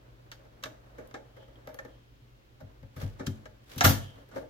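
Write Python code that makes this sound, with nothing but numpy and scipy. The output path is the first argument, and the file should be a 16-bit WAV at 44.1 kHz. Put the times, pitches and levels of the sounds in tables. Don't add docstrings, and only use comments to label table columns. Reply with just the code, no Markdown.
import sys
import numpy as np
from scipy import signal
from scipy.fft import rfft, irfft, next_fast_len
from scipy.io import wavfile

SR = 44100
rng = np.random.default_rng(int(sys.argv[2]) if len(sys.argv) > 2 else 0)


def unload_wav(signal):
    wavfile.write(
        sys.argv[1],
        SR,
        np.round(np.clip(np.atleast_2d(signal).T, -1, 1) * 32767).astype(np.int16),
    )


N = 198062
TIME = np.arange(N) / SR

# frequency in Hz, relative level in dB.
AIR_SPECTRUM = [(15, -16), (28, -4), (52, -3.5), (85, -12), (125, -5), (170, -21.5), (280, -16),
                (540, -21.5), (900, -26.5), (3200, -30.5), (7000, -40.5), (9000, -45.5), (14500, -43),
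                (16500, -41)]
# frequency in Hz, rms level in dB.
HUM_TONES = [(54, -62.5), (120, -61)]
# frequency in Hz, left-right correlation from -1 to 1.
STEREO_CORRELATION = [(60, 0.53), (150, 0.98), (300, 0.65), (640, -0.39), (1400, -0.37), (3000, -0.078),
                      (15000, -0.099)]
# frequency in Hz, time to fall by 60 dB in seconds.
REVERB_T60 = [(100, 0.57), (500, 0.39), (1500, 0.34), (4000, 0.28), (8000, 0.35), (15000, 0.21)]
# delay in seconds, left level in dB, right level in dB.
CLOSE_REFLECTIONS = [(.0013, -19.5, -14.5), (.0029, -38, -12), (.0052, -23, -15)]

# frequency in Hz, relative level in dB.
SLIDE_SPECTRUM = [(150, -8), (280, -2.5), (400, -7), (560, -0.5), (800, -9), (1600, -13), (2400, -24),
                  (5000, -33.5), (16000, -42)]
# frequency in Hz, relative level in dB.
SEAL_SPECTRUM = [(300, -8), (1500, 8), (3500, 6.5), (6000, 1.5), (9000, -3), (14000, -4), (17000, -5)]
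# time of the peak in seconds, level in dB.
KNOB_TWISTS = [(0.73, -55.5), (1.04, -54.5), (1.42, -62.5), (1.7, -57.5), (1.88, -56.5), (2.35, -68),
               (2.7, -60.5)]
# time of the peak in seconds, dull slide level in dB,
# seal brush level in dB, rise in dB per second, fall in dB per second.
DOOR_PUSHES = [(3.018, -47.5, -49.5, 330, 164), (3.28, -53.5, -68, 52, 41), (3.72, -58.5, -53, 217, 42),
               (3.8, -45.5, -50, 197, 66.5), (4.178, -51, -81, 141, 153), (4.378, -42.5, -59, 236, 172)]
# time of the peak in seconds, level in dB,
# rise and fall in dB per second.
BRASS_SCRAPES = [(1.41, -64, 130), (1.95, -71, 69), (4.04, -54.5, 102)]

# start in seconds, level in dB, tilt about 100 Hz in dB per octave.
DOOR_BUMPS = [(2.624, -40, -5), (2.826, -42, -3), (2.966, -35.5, -3), (3.031, -25.5, -7.5),
              (3.199, -43.5, 9.5), (3.272, -27.5, 2.5), (3.293, -43, 3.5), (3.765, -33.5, -0.5),
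              (3.843, -15.5, -7), (3.853, -19, 1.5), (3.897, -21.5, 2)]
# frequency in Hz, level in dB, time to fall by 60 dB in seconds.
BENDING_MODES = [(43.6, -21.5, 0.5), (65, -23, 0.12), (95.2, 0, 0.18), (107.3, -7.5, 0.47),
                 (131.3, -1, 0.19), (179.5, -8.5, 0.16), (218.3, -9, 0.36), (269.8, -7.5, 0.16),
                 (306, -17, 0.55), (380.3, -18.5, 0.22)]
# start in seconds, frequency in Hz, level in dB,
# time to fall by 60 dB in seconds.
SPRING_PINGS = [(1.557, 3220, -53.5, 0.04), (1.7886, 1794, -31.5, 0.052)]
# frequency in Hz, level in dB relative to BANG_RING_DB,
# time to fall by 60 dB in seconds.
BRASS_MODES = [(740, -12, 0.1), (1360, 12.5, 0.11), (1390, -11, 0.24), (1690, 0, .33), (1685, -6.5, 0.6),
               (1783, -7, 0.5), (3140, -10.5, 0.4), (3480, -6, 0.25), (14771, -8.5, .3)]

# frequency in Hz, bandwidth in Hz, nominal level in dB.
PANEL_MODES = [(249, 106, -4), (392, 22, -10.5), (454.7, 41, -1.5), (535.5, 34.7, 4), (626, 32.6, -4),
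               (716, 24, -11.5), (825, 128, -8.5), (907, 108, -9)]
JAMB_MODES = [(302, 39, -2), (477, 44, -3.5), (515, 77, -3.5), (688, 74, -7.5), (807, 44, -0.5),
              (856, 87, -3.5), (933, 64, -3.5)]
LOCK_CASE_MODES = [(1163, 216, -1.5), (1275, 146, 0), (1435, 57, -2.5), (1626, 59, -1.5), (1745, 100, -2),
                   (1907, 367, -7), (2268, 160, -8.5)]
BRASS_SHELL_MODES = [(2510, 370, -2.5), (2756, 415, 0), (3340, 380, -1.5), (3720, 290, -1), (4340, 620, -4),
                     (5010, 730, -3), (6100, 1740, -5.5)]
EDGE_MODES = [(9340, 2700, 0.5), (11100, 1100, 1), (13440, 1470, 5.5), (15150, 470, 6)]
# lowest frequency in Hz, highest frequency
# in Hz, factor on chatter time, strike weight per unit of hardness, tilt in dB per octave per unit
# of hardness, reverberation level in dB, left-right level difference in dB.
SHAKEN_PARTS = [(294, 930, 1.39, 7.5, 5.5, -4.5, -0.5), (960, 4600, 1.11, 8.1, 2, -12, -0.5),
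                (1950, 16400, 1.21, 7.6, -2, -11.5, 2), (8850, 14000, 0.71, 11, 4.5, -7, -1)]
# time of the strike in seconds, force level in dB,
# brightness in dB per octave, chatter time in seconds before the part's factor, hardness (no unit).
LATCH_CLICKS = [(0.3162, -50, 3.5, .013, 2.4), (0.627, -53.5, -1.5, .014, 0.93),
                (0.6368, -40.5, 3.5, 0.0058, 1.7), (0.656, -46, -2.5, 0.0092, .5),
                (1.111, -61, -3, 0.0024, 1.6), (1.1415, -44.5, -4.5, 0.014, 1.04),
                (1.7888, -48.5, -3.5, 0.008, 1), (3.196, -46, -5.5, 0.017, .1),
                (3.2668, -45, 5.5, 0.0066, 0.44), (3.4559, -51, -3.5, 0.0076, 1.13),
                (3.781, -50, 9.5, 0.0092, 0.54), (3.8082, -24, 0, 0.012, 1.8),
                (4.314, -58.5, -4.5, 0.019, 0.2)]
KNOB_KNOCKS = [(0.9835, -51.5, -2.2, 0.019, 0.37), (1.366, -59, -1, 0.019, 0.89),
               (1.673, -49.5, 1, 0.0071, 2.3), (1.6889, -55, -0.5, 0.017, 1.4),
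               (1.849, -53.5, -1, 0.0067, 0.65), (2.6058, -58, 0.2, .01, 0.21),
               (2.829, -62.5, 0, 0.011, 1.6), (2.9635, -52, 2, 0.032, 0.28),
               (3.021, -51, 1.5, 0.016, 0.057), (4.36, -45, -2, 0.018, 0.28), (4.4117, -65, 0, .014, .22)]
EDGE_TICKS = [(1.0744, -76, 3, 0.0024, .85), (1.744, -59.5, -0.5, .0033, .47), (3.7604, -62, 1, .006, 0.83),
              (4.2885, -73.5, 0, .0071, .94)]
FRAME_SLAM = [(3.843, -25, -1, 0.0095, .12), (3.8476, -21, 0, 0.012, 1.02), (3.858, -28.5, 2.5, 0.033, .76),
              (3.893, -34.5, 2.5, 0.025, 0.2)]
# wood in dB, lock case in dB,
# brass shell in dB, edge in dB.
CLICK_FORCE_SHARE = (-3.5, 0.5, -3.5, -23)
KNOCK_FORCE_SHARE = (6.5, -1, -10.5, -15)
TICK_FORCE_SHARE = (9, 0.5, -1, 1.5)
SLAM_FORCE_SHARE = (-6, 0, -2, -4.5)
# frequency in Hz, depth in dB, Q (no unit).
MICROPHONE_DIPS = [(8700, -1.5, 35), (8920, -11, 2.36)]

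AIR_DB = -58.5
GRIP_DB, LET_GO_S, LET_GO_DB_PER_S = -62.5, 1.73, 70
TWIST_RISE_DB_PER_S, TWIST_FALL_DB_PER_S = 75, 86
SCRAPE_HZ, SCRAPE_WIDTH_HZ = 3146, 250
NUDGE_DB, NUDGE_TILT_DB_PER_OCTAVE = -11.5, 4.5
BANG_S, BANG_RING_DB = 3.848, -32.5
LEFT_LEAD_S = 0.00024
LATCH_MEETS_S, DOOR_AT_REST_S = 3.7, 4.1
GRAZE_ROOM_S = 0.02
SHARPEST_RISE_S = 2e-4
PIVOT_HZ = 1600
FIDGET_FROM_S, FIDGET_LOWEST_DB, FIDGET_SPREAD_DB = 0.38, -71, 6
FIDGET_BRIGHT_DB, FIDGET_CHATTER_S, FIDGET_HARDNESS = -1.5, 0.0068, 0.54


def from_db(db):
    return 10 ** (np.asarray(db) / 20)


def rms_one(x):
    return x / np.sqrt(np.mean(x ** 2) + 1e-20)


def at_hz(points, hz):
    table_hz, value = np.transpose(points)
    return np.interp(np.log(np.maximum(hz, 1)), np.log(table_hz), value)


def panned(db):
    return from_db(np.array([[db], [-db]]) / 2)


def band(x, low_hz, high_hz, order=2):
    sos = signal.butter(order, [low_hz, high_hz], "band", fs=SR, output="sos")
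    return signal.sosfilt(sos, x)


def pair(mid, side, correlation):
    common = np.sqrt((1 + correlation) / 2) * mid
    opposed = np.sqrt((1 - correlation) / 2) * side
    return common + opposed * np.array([[1], [-1]])


def coloured_noise(spectrum):
    size = next_fast_len(N, True)
    hz = np.fft.rfftfreq(size, 1 / SR)
    mid, side = rfft(rng.standard_normal((2, size)))
    stereo = pair(mid, side, at_hz(STEREO_CORRELATION, hz))
    return rms_one(irfft(stereo * from_db(at_hz(spectrum, hz)), size)[:, :N])


def grain(per_s, depth_db, size):
    levels = np.clip(rng.standard_normal(size), -2, 2)
    position = np.arange(size) * per_s / SR
    return rms_one(from_db(depth_db * np.interp(position, np.arange(size), levels)))


def swell(s, db, rise_db_per_s, fall_db_per_s):
    below_peak = np.maximum((s - TIME) * rise_db_per_s, (TIME - s) * fall_db_per_s)
    return from_db(db - below_peak)


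def add(track, s, sound):
    start = int(s * SR)
    track[:, start:start + sound.shape[1]] += sound[:, :N - start]


def background(waver_db=3.5):
    hum = 0
    for hz, db in HUM_TONES:
        tone = np.sqrt(2) * np.sin(2 * np.pi * (hz * TIME + rng.random()))
        hum = hum + from_db(db) * tone * grain(22, waver_db, N)
    return from_db(AIR_DB) * coloured_noise(AIR_SPECTRUM) + hum


def room_response(build_s=0.00334):
    t, out = TIME[:SR * 3 // 4], 0
    edges = np.geomspace(40, 18000, 11)
    for low, high in zip(edges, edges[1:]):
        hz = np.sqrt(low * high)
        decay = from_db(-60 * t / at_hz(REVERB_T60, hz))
        fade = decay * (1 - np.exp(-(t / build_s) ** 2))
        mid, side = band(rng.standard_normal((2, len(t))), low, high)
        noise = pair(mid, side, at_hz(STEREO_CORRELATION, hz))
        out = out + noise * fade / np.linalg.norm(fade)
    return out


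def in_room(x, response, wet_db):
    return x + from_db(wet_db) * signal.fftconvolve(x, response, axes=1)[:, :N]


def near_echoes(x):
    out = x.copy()
    for delay_s, left_db, right_db in CLOSE_REFLECTIONS:
        add(out, delay_s, x * from_db([[left_db], [right_db]]))
    return out


def rubbing(slide_rough_db=2.5, seal_rough_db=3.5):
    slides = [swell(LET_GO_S, GRIP_DB, 0, LET_GO_DB_PER_S)]
    slides += [swell(s, db, TWIST_RISE_DB_PER_S, TWIST_FALL_DB_PER_S) for s, db in KNOB_TWISTS]
    slides += [swell(s, db, rise, fall) for s, db, _, rise, fall in DOOR_PUSHES]
    brushes = [swell(s, db, rise, fall) for s, _, db, rise, fall in DOOR_PUSHES]
    slide = np.linalg.norm(slides, axis=0) * coloured_noise(SLIDE_SPECTRUM) * grain(70, slide_rough_db, N)
    seal = np.linalg.norm(brushes, axis=0) * coloured_noise(SEAL_SPECTRUM) * grain(220, seal_rough_db, N)
    return slide + seal


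def scraping(rough_db=1.5):
    low_hz, high_hz = SCRAPE_HZ - SCRAPE_WIDTH_HZ / 2, SCRAPE_HZ + SCRAPE_WIDTH_HZ / 2
    hiss = rms_one(band(rng.standard_normal((2, N)), low_hz, high_hz, order=1))
    envelope = sum(swell(s, db, rate, rate) for s, db, rate in BRASS_SCRAPES)
    return envelope * hiss * grain(83, rough_db, N)


def door(room, push_s=0.00081, pan_db=3.0, wet_db=-12):
    t, track = TIME[:SR * 3 // 4], np.zeros((2, N))
    hz, mode_db, t60 = np.transpose(BENDING_MODES)[:, :, None]
    soft_onset = 1 - np.exp(-t / push_s)
    rings = np.sin(2 * np.pi * hz * t) * from_db(-60 * t / t60) * soft_onset
    rings[1::2] *= -1
    nudges = []
    for rows, share_db in [(LATCH_CLICKS, CLICK_FORCE_SHARE), (KNOB_KNOCKS, KNOCK_FORCE_SHARE)]:
        nudges += [(s, db + share_db[0] + NUDGE_DB, NUDGE_TILT_DB_PER_OCTAVE) for s, db, *_ in rows]
    for s, db, tilt_db in DOOR_BUMPS + nudges:
        strengths = from_db(db + mode_db + tilt_db * np.log2(hz / 100))
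        add(track, s, panned(pan_db) * np.sum(strengths * rings, axis=0))
    return in_room(track, room, wet_db)


def ping(hz, db, t60):
    t = np.maximum(TIME[:SR * 3 // 4] - np.array([[0], [LEFT_LEAD_S]]), 0)
    return from_db(db - 60 * t / t60) * np.sin(2 * np.pi * hz * t)


def ringing(room, wet_db=-12):
    track = np.zeros((2, N))
    for s, hz, db, t60 in SPRING_PINGS:
        add(track, s, ping(hz, db, t60))
    for hz, db, t60 in BRASS_MODES:
        add(track, BANG_S, ping(hz, BANG_RING_DB + db, t60))
    return in_room(track, room, wet_db)


def resonate(x, modes, low_hz, high_hz):
    out = 0
    for k, (hz, width, db) in enumerate(modes):
        radius = np.exp(-np.pi * width / SR)
        poles = [1, -2 * radius * np.cos(2 * np.pi * hz / SR), radius ** 2]
        zeros = np.array([1, 0, -1]) * (1 - radius ** 2) / 2
        out = out + (-1) ** k * from_db(db) * signal.lfilter(zeros, poles, x)
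    return band(out, low_hz, high_hz)


def contact(modes, low_hz, high_hz, chatter_s, strike, hardness,
            graze_s=0.0038, correlation=0.21, rough_db=0.5, scatter_db=1.0):
    hit = int(GRAZE_ROOM_S * SR)
    t = TIME[:SR // 3] - TIME[hit]
    force = pair(*rng.standard_normal((2, len(t))), correlation) * grain(900, rough_db, len(t))
    rise_s = graze_s * np.exp(-2 * hardness) + SHARPEST_RISE_S
    force *= np.exp(np.minimum(t / rise_s, -t / chatter_s))
    force[:, hit] += strike * hardness
    struck = [(hz, width, db + scatter_db * rng.standard_normal()) for hz, width, db in modes]
    left, right = resonate(force, struck, low_hz, high_hz)
    late_right = np.pad(right, (round(LEFT_LEAD_S * SR), 0))[:len(t)]
    sound = np.array([left, late_right])
    return sound / np.sqrt(np.mean(sound[:, hit:hit + SR // 50] ** 2))


def fidgets(count=7):
    rows = []
    for when, size in rng.random((count, 2)):
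        s = FIDGET_FROM_S + when * (LET_GO_S - FIDGET_FROM_S)
        db = FIDGET_LOWEST_DB + FIDGET_SPREAD_DB * size
        rows.append((s, db, FIDGET_BRIGHT_DB, FIDGET_CHATTER_S, FIDGET_HARDNESS))
    return rows


def hardware(room, usual_hardness=0.79):
    out = 0
    kinds = [(LATCH_CLICKS, CLICK_FORCE_SHARE), (KNOB_KNOCKS + fidgets(), KNOCK_FORCE_SHARE),
             (EDGE_TICKS, TICK_FORCE_SHARE), (FRAME_SLAM, SLAM_FORCE_SHARE)]
    for k, (low_hz, high_hz, linger, strike, tilt_db, wet_db, pan_db) in enumerate(SHAKEN_PARTS):
        track = np.zeros((2, N))
        for rows, share_db in kinds:
            for s, force_db, bright_db, chatter_s, hardness in rows:
                wood = JAMB_MODES if LATCH_MEETS_S < s < DOOR_AT_REST_S else PANEL_MODES
                modes = [wood, LOCK_CASE_MODES, BRASS_SHELL_MODES, EDGE_MODES][k]
                octaves = np.mean([np.log2(hz / PIVOT_HZ) for hz, _, _ in modes])
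                tilt = tilt_db * (hardness - usual_hardness)
                tilted = [(hz, width, db + tilt * np.log2(hz / low_hz)) for hz, width, db in modes]
                sound = contact(tilted, low_hz, high_hz, chatter_s * linger, strike, hardness)
                gain = from_db(force_db + share_db[k] + bright_db * octaves)
                add(track, s - GRAZE_ROOM_S, gain * sound)
        out = out + in_room(panned(pan_db) * track, room, wet_db)
    return near_echoes(out)


def scene():
    room = room_response()
    friction = rubbing() + scraping()
    return background() + friction + door(room) + ringing(room) + hardware(room)


def record(dry, low_cut_hz=36, top_cut_hz=16100):
    x = signal.sosfilt(signal.butter(2, low_cut_hz, "high", fs=SR, output="sos"), dry)
    dipped = []
    for side, (hz, db, q) in zip(x, MICROPHONE_DIPS):
        peak = signal.lfilter(*signal.iirpeak(hz, q, fs=SR), side)
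        dipped.append(side + (from_db(db) - 1) * peak)
    top_cut = signal.ellip(10, 0.3, 80, top_cut_hz, fs=SR, output="sos")
    return signal.sosfilt(top_cut, np.array(dipped))


dry = scene()
out = record(dry)
unload_wav(out)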